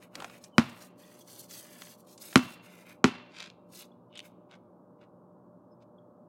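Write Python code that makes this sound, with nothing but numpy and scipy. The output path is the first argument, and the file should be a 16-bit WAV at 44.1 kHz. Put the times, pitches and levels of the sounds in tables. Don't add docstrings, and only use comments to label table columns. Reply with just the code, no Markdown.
import sys
import numpy as np
from scipy import signal
from scipy.fft import rfft, irfft
from scipy.io import wavfile

SR = 44100
rng = np.random.default_rng(int(sys.argv[2]) if len(sys.argv) > 2 else 0)


def generate_wav(signal):
    frames = np.transpose(np.atleast_2d(signal))
    scaled = np.clip(frames, -1, 1) * 32767
    pcm = np.round(scaled).astype(np.int16)
    wavfile.write(sys.argv[1], SR, pcm)


N = 276948
TIME = np.arange(N) / SR


def from_db(db):
    return 10 ** (np.asarray(db) / 20)


def rms_one(x):
    return x / np.sqrt(np.mean(x ** 2) + 1e-20)


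def at_hz(points, hz):
    f, value = np.transpose(points)
    return np.interp(np.log(hz), np.log(f), value)


def cut(x, hz, kind="low", order=2):
    corner = np.clip(hz, 10, .47 * SR)
    return signal.sosfilt(signal.butter(order, corner, kind, fs=SR, output="sos"), x + 1e-18)


def add(out, s, sound):
    at = int(np.clip(round(s * SR), 0, N - 1))
    out[at:at + len(sound)] += sound[:N - at]


def drift(rate):
    coarse = np.arange(0, N + 32, 32)
    hz = np.fft.rfftfreq(len(coarse), 32 / SR)
    spectrum = rfft(rng.standard_normal(len(coarse))) / (1 + (hz / rate) ** 2) ** 2
    slow = irfft(spectrum, len(coarse))
    return np.interp(np.arange(N), coarse, rms_one(slow))


def colour(x, spectrum):
    gain = from_db(at_hz(spectrum, np.fft.rfftfreq(N, 1 / SR) + 1))
    return rms_one(irfft(rfft(x) * gain, N))


def dying(t60):
    return np.exp(-np.log(1000) * TIME[:SR] / max(t60, .001))


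def ring(hz, t60):
    return np.sin(2 * np.pi * hz * TIME[:SR]) * dying(t60)


def resonate(x, hz, q):
    hz = min(hz, .4 * SR)
    return signal.lfilter(*signal.iirpeak(hz, max(q, hz / (.3 * SR)), fs=SR), x + 1e-18)


def grains(per_s, spread_db):
    sizes = from_db(spread_db * np.minimum(rng.exponential(1, N), 4))
    return (rng.random(N) < per_s / SR) * sizes * rng.choice([-1, 1], N)


def contacts(table, q, top_hz):
    out, length = np.zeros(N), SR // 10
    for s, db, hz, t60 in table:
        friction = rng.standard_normal(length) * dying(t60)[:length]
        burst = cut(resonate(friction, hz, q), top_hz)
        add(out, s, from_db(db) * burst / np.abs(burst).max())
    return out


def far_air():
    # f/Hz, relative level/dB
    air_spectrum = [(18, -85), (30, -53), (90, -17), (109, -9.5), (129, -7.5), (147, -12.5), (167, -5.5),
                    (205, -5), (333, -6.5), (450, -12.5), (595, -7), (641, -14), (1100, -15.5),
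                    (1600, -32.5), (2600, -55), (3380, -81.5), (5720, -120)]
    return from_db(-58.3) * cut(colour(rng.standard_normal(N), air_spectrum), hz=1600, order=5)


def far_machine():
    # f/Hz, level/dB (rms, before the waver)
    partials = [(119.6, -74), (179.5, -65.5), (239, -72), (359.5, -74.5), (479, -73), (599, -67)]
    out = np.zeros(N)
    for hz, db in partials:
        level = from_db(db + 1.7 * drift(7.9))
        phase = 2 * np.pi * np.cumsum(hz + 1.2 * drift(6.67)) / SR
        out += level * np.sqrt(2) * np.sin(phase)
    return out


def chirps():
    # middle t/s, half length (to 1/e) t/s, peak level/dB, middle f/Hz
    calls = [(0.549, 0.018, -61.5, 2990), (1.04, 0.0062, -59, 3420), (1.216, 0.0074, -57, 3310),
             (3.921, 0.0036, -64, 3420), (5.727, 0.013, -75, 5160), (5.987, 0.0036, -63, 3350)]
    glide_hz_per_s = -2500
    out, waver_hz = np.zeros(N), 40 * drift(130)
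    for s, half, db, hz in calls:
        near = np.abs(TIME - s) < 3 * half
        t = TIME[near] - s
        pitch = hz + glide_hz_per_s * t + waver_hz[near]
        out[near] += from_db(db) * np.exp(-(t / half) ** 2) * np.sin(2 * np.pi * np.cumsum(pitch) / SR)
    return out


def scuffs():
    # middle t/s, half length (to 1/e) t/s, relative level/dB, f/Hz, sharpness Q
    rubs = [(.205, .055, -47, 695, 0.29), (.831, 0.029, -57, 1510, 0.12), (3.412, 0.064, -48, 3340, 0.69),
            (3.816, 0.024, -52.5, 3620, 2), (4.169, 0.034, -52.5, 3110, 6.7),
            (4.531, 0.024, -57.5, 2426, .37), (5.024, 0.025, -67.5, 2330, 0.45),
            (5.823, 0.013, -72.5, 3890, 0.53)]
    out, crackle = np.zeros(N), grains(per_s=3600, spread_db=6.0)
    for s, half, db, hz, q in rubs:
        near = np.abs(TIME - s) < 3 * half
        scrape = cut(resonate(crackle[near], hz, q), 1.1 * hz)
        swell = np.exp(-((TIME[near] - s) / half) ** 2)
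        out[near] += from_db(db) * rms_one(scrape) * swell
    return out


def stroke(start, hold):
    rise_db_per_s, fall_db_per_s = 598, 478
    early = np.maximum(start - TIME, 0)
    late = np.maximum(TIME - start - hold, 0)
    return from_db(-np.minimum(rise_db_per_s * early + fall_db_per_s * late, 120))


def jacket():
    # start of hold t/s, hold t/s, relative swish level/dB, relative sleeve rasp level/dB
    strokes = [(0.024, 0.017, -62.5, -62), (0.151, 0.22, -62, -59.5), (0.421, 0.038, -63.5, -67),
               (0.584, 0.2, -63, -71.5), (0.787, 0.066, -58.5, -71), (1.002, 0.17, -62.5, -66.5),
               (1.187, 0.034, -58.5, -71), (1.282, 0.16, -52.5, -67), (1.508, 0.093, -48.5, -60),
               (1.627, 0.19, -56, -60.5), (1.803, 0.12, -52, -63), (1.994, .015, -64, -80),
               (2.078, 0.058, -60.5, -74), (2.218, 0.17, -52, -60.5), (2.427, 0.11, -58.5, -71),
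               (2.639, 0.19, -64, -61.5), (2.871, 0.051, -60, -56.5), (3.735, 0.083, -53, -63),
               (4.244, 0.019, -61, -61.5)]
    # f/Hz, relative level/dB
    nylon_spectrum = [(1470, -32), (2500, -26), (3440, -7.5), (4340, -7), (6600, -7), (10300, -7.5),
                      (11700, -7), (15000, -10.5), (16000, -9.5)]
    swish_level, rasp_level = np.zeros(N), np.zeros(N)
    for start, hold, swish_db, rasp_db in strokes:
        motion = stroke(start, hold)
        swish_level = np.maximum(swish_level, from_db(swish_db) * motion)
        rasp_level = np.maximum(rasp_level, from_db(rasp_db) * motion)
    threads = colour(grains(per_s=21000, spread_db=6.0), nylon_spectrum)
    edges = np.geomspace(1500, 19000, 9)
    folds = np.zeros(N)
    for low, high in zip(edges, edges[1:]):
        folds += cut(threads, [low, high], "band", order=1) * from_db(2.5 * drift(45))
    swish = rms_one(folds * from_db(1.9 * drift(74)))
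    drag = resonate(grains(per_s=2900, spread_db=4.5), hz=2263, q=1.9)
    rasp = rms_one(cut(drag, hz=2630))
    return from_db(-0.87) * swish_level * swish + from_db(-1.6) * rasp_level * rasp


def near_body(x, count=3):
    paths = [delay * (1 + .12 * drift(1.5)) for delay in np.geomspace(.0007, .003, count)]
    return x + sum(.45 * np.interp(TIME - delay, TIME, x) for delay in paths)


def snaps():
    # t/s, peak level/dB
    twig_breaks = [(3.3861, -33.5), (3.403, -28), (3.427, -32.5), (3.5012, -36.5), (4.1553, -41.5),
                   (4.1744, -33), (4.192, -30), (4.2028, -32), (4.513, -44)]
    # t/s, peak level/dB
    fold_flicks = [(.4402, -35), (.696, -45), (1.5095, -38), (2.177, -41.5), (4.176, -40)]
    twig_hz, twig_t60_s = 3134, .007
    crease_hz, crease_t60_s = 6650, 0.048
    twigs = contacts([(s, db, twig_hz, twig_t60_s) for s, db in twig_breaks], q=2.5, top_hz=8200)
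    creases = contacts([(s, db, crease_hz, crease_t60_s) for s, db in fold_flicks], q=1.6, top_hz=8050)
    return twigs + creases


def pats():
    # t/s, relative peak level/dB, body f/Hz
    hands = [(0.0254, -44, 1870), (0.1542, -26, 2694), (0.2023, -30.5, 1228), (0.2218, -29.5, 805),
             (0.244, -25.5, 1100), (0.298, -38, 1379), (0.353, -42, 252), (1.8196, -32.5, 2000),
             (1.87, -41, 1894), (2.3284, -33, 1279), (4.553, -51, 278)]
    t60_at_1khz_s, softness = 0.029, .4
    touches = [(s, db, hz, t60_at_1khz_s * (1000 / hz) ** softness) for s, db, hz in hands]
    return cut(contacts(touches, q=1.0, top_hz=8350), hz=129.3, kind="high")


def echoes(x):
    # delay t/s, level/dB, top f/Hz
    returns = [(0.0142, -14.5, 1483), (.035, -23.5, 2458), (0.042, -37, 500)]
    out = np.zeros(len(x))
    for delay, db, top_hz in returns:
        lag = int(delay * SR)
        out[lag:] += from_db(db) * cut(x, top_hz, order=1)[:len(x) - lag]
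    return out


def trees():
    # f/Hz, relative level/dB
    scatter_level = [(60, -22.5), (120, -10), (240, -24), (450, -23), (750, -16.5), (1150, -14.5),
                     (1800, -22.5), (2700, -20.5), (6000, -24), (15000, -29)]
    # f/Hz, t60/s
    scatter_decay = [(100, 0.41), (300, 0.59), (1000, 0.58), (3000, 0.71), (7000, 0.23), (14000, .3)]
    out, edges = np.zeros(SR), np.geomspace(45, 17000, 15)
    clumps = np.interp(TIME[:SR], np.linspace(0, 1, 200), from_db(1.8 * rng.standard_normal(200)))
    arrival = clumps * (1 - np.exp(-(TIME[:SR] / 0.0043) ** 2))
    for low, high in zip(edges, edges[1:]):
        hz = np.sqrt(low * high)
        fade = arrival * (dying(at_hz(scatter_decay, hz)) + from_db(4) * dying(0.12))
        band = cut(rng.standard_normal(SR), [low, high], "band")
        out += from_db(at_hz(scatter_level, hz)) * band * fade / np.linalg.norm(fade)
    return out


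def yard(x):
    return echoes(x) + signal.fftconvolve(x, trees())[:len(x)]


def bounce(thump_db, slap_db, pitch, top_hz, ping_db, yard_db, contact_s, lift_db, off_centre_db):
    # f/Hz (before the pitch ratio), relative level/dB, t60/s, polarity
    shell_modes = [(90, -18.5, 0.044, -1), (189, -17, 0.067, 1), (255.5, 10, 0.0375, 1),
                   (259.76, 9, 0.049, -1), (337.3, -11.5, 0.043, -1)]
    # f/Hz, relative level/dB, t60/s
    slap_modes = [(476, -17.5, 0.028), (700, -21, 0.026), (872, -19, 0.02), (1186, -17.5, 0.025),
                  (1378, -4.5, 0.011), (1650, -21.5, 0.0074), (2001, -16, 0.021), (2500, -8.5, 0.0086),
                  (3050, -8.5, 0.0068), (4085, -11.5, 0.0094), (4950, -15.5, 0.0083), (5533, -15, 0.008),
                  (7650, -22.5, 0.0047), (8510, -28, 0.0046)]
    # f/Hz, relative level/dB, t60/s
    cavity_modes = [(933, -41.5, 0.22), (1157, -43.5, 0.44), (1550, -51.5, .25), (1920, -52, 0.2),
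                    (2165, -45.5, 0.37), (2650, -46, 0.29), (2651, -41.5, 0.32), (2714, -49, 0.97),
                    (2730, -49, 0.94), (2990, -49.5, 0.5), (3130, -48.5, .45), (3470, -53, 0.74),
                    (3520, -54.5, 0.41), (4124, -55.5, 0.76), (4370, -51, 0.15), (4570, -61, 0.25),
                    (5140, -55, 0.35), (6900, -61.5, 0.21)]
    shell = sum(np.sign(sign) * from_db(db) * ring(hz * pitch, t60) for hz, db, t60, sign in shell_modes)
    shell = shell - from_db(off_centre_db) * ring(hz=391, t60=0.053)
    thump = from_db(thump_db) * cut(cut(shell, hz=570, order=4), hz=84.06, kind="high", order=3)
    slap = sum(from_db(db) * np.roll(ring(hz, t60), int(.5 * SR / hz)) for hz, db, t60 in slap_modes)
    crush = from_db(-18) * dying(0.014) + from_db(-29) * dying(.05)
    peel = from_db(lift_db) * np.roll(dying(.025), int(contact_s * SR))
    grit = cut(rng.standard_normal(SR) * (crush + peel), hz=[600, 8000], kind="band")
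    strike = cut(cut(slap, hz=480.3, kind="high") + grit, top_hz, order=1)
    direct = thump + from_db(slap_db) * strike
    ping = from_db(ping_db) * sum(from_db(db) * ring(hz, t60) for hz, db, t60 in cavity_modes)
    click = cut(signal.unit_impulse(SR), hz=[450, 4500], kind="band", order=1)
    crack = from_db(23) * cut(click, top_hz, order=1)
    scatter = signal.fftconvolve(thump + crack, trees())[:SR]
    return direct + ping + from_db(yard_db) * (echoes(direct) + scatter)


def dribble():
    # t/s, thump level/dB, slap level/dB, shell pitch ratio, slap top f/Hz, ping level/dB,
    # yard level/dB, time on the ground t/s, lift-off level/dB, off-centre mode level/dB (all relative)
    blows = [(0.5813, -0.2, 1, 0.95, 5480, -10, 1.5, 0.013, -30.5, -38),
             (2.3571, 1.3, 3, 1.0, 13000, 0, 1.5, 0.019, -29, -21),
             (3.0421, -1.5, 0.3, 0.99, 5500, -2.5, 2.5, 0.03, -35, -13)]
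    out = np.zeros(N)
    for s, *blow in blows:
        add(out, s, bounce(*blow))
    return out


def scene():
    rustle = from_db(-1.0) * near_body(cut(scuffs(), hz=131.4, kind="high") + jacket())
    small = from_db(-1.5) * pats() + snaps() + rustle + chirps()
    background = far_air() + far_machine()
    hiss = from_db(-91) * rng.standard_normal(N)
    return (dribble() + small + from_db(1.0) * yard(small) + background + hiss)[None]


def record(dry):
    cutoff_hz = 16200
    heard = cut(dry, hz=25, kind="high")
    heard = heard / (1 + (heard / .9) ** 6) ** (1 / 6)
    return signal.sosfilt(signal.ellip(10, .1, 80, cutoff_hz, fs=SR, output="sos"), heard)


dry = scene()
out = record(dry)
generate_wav(out)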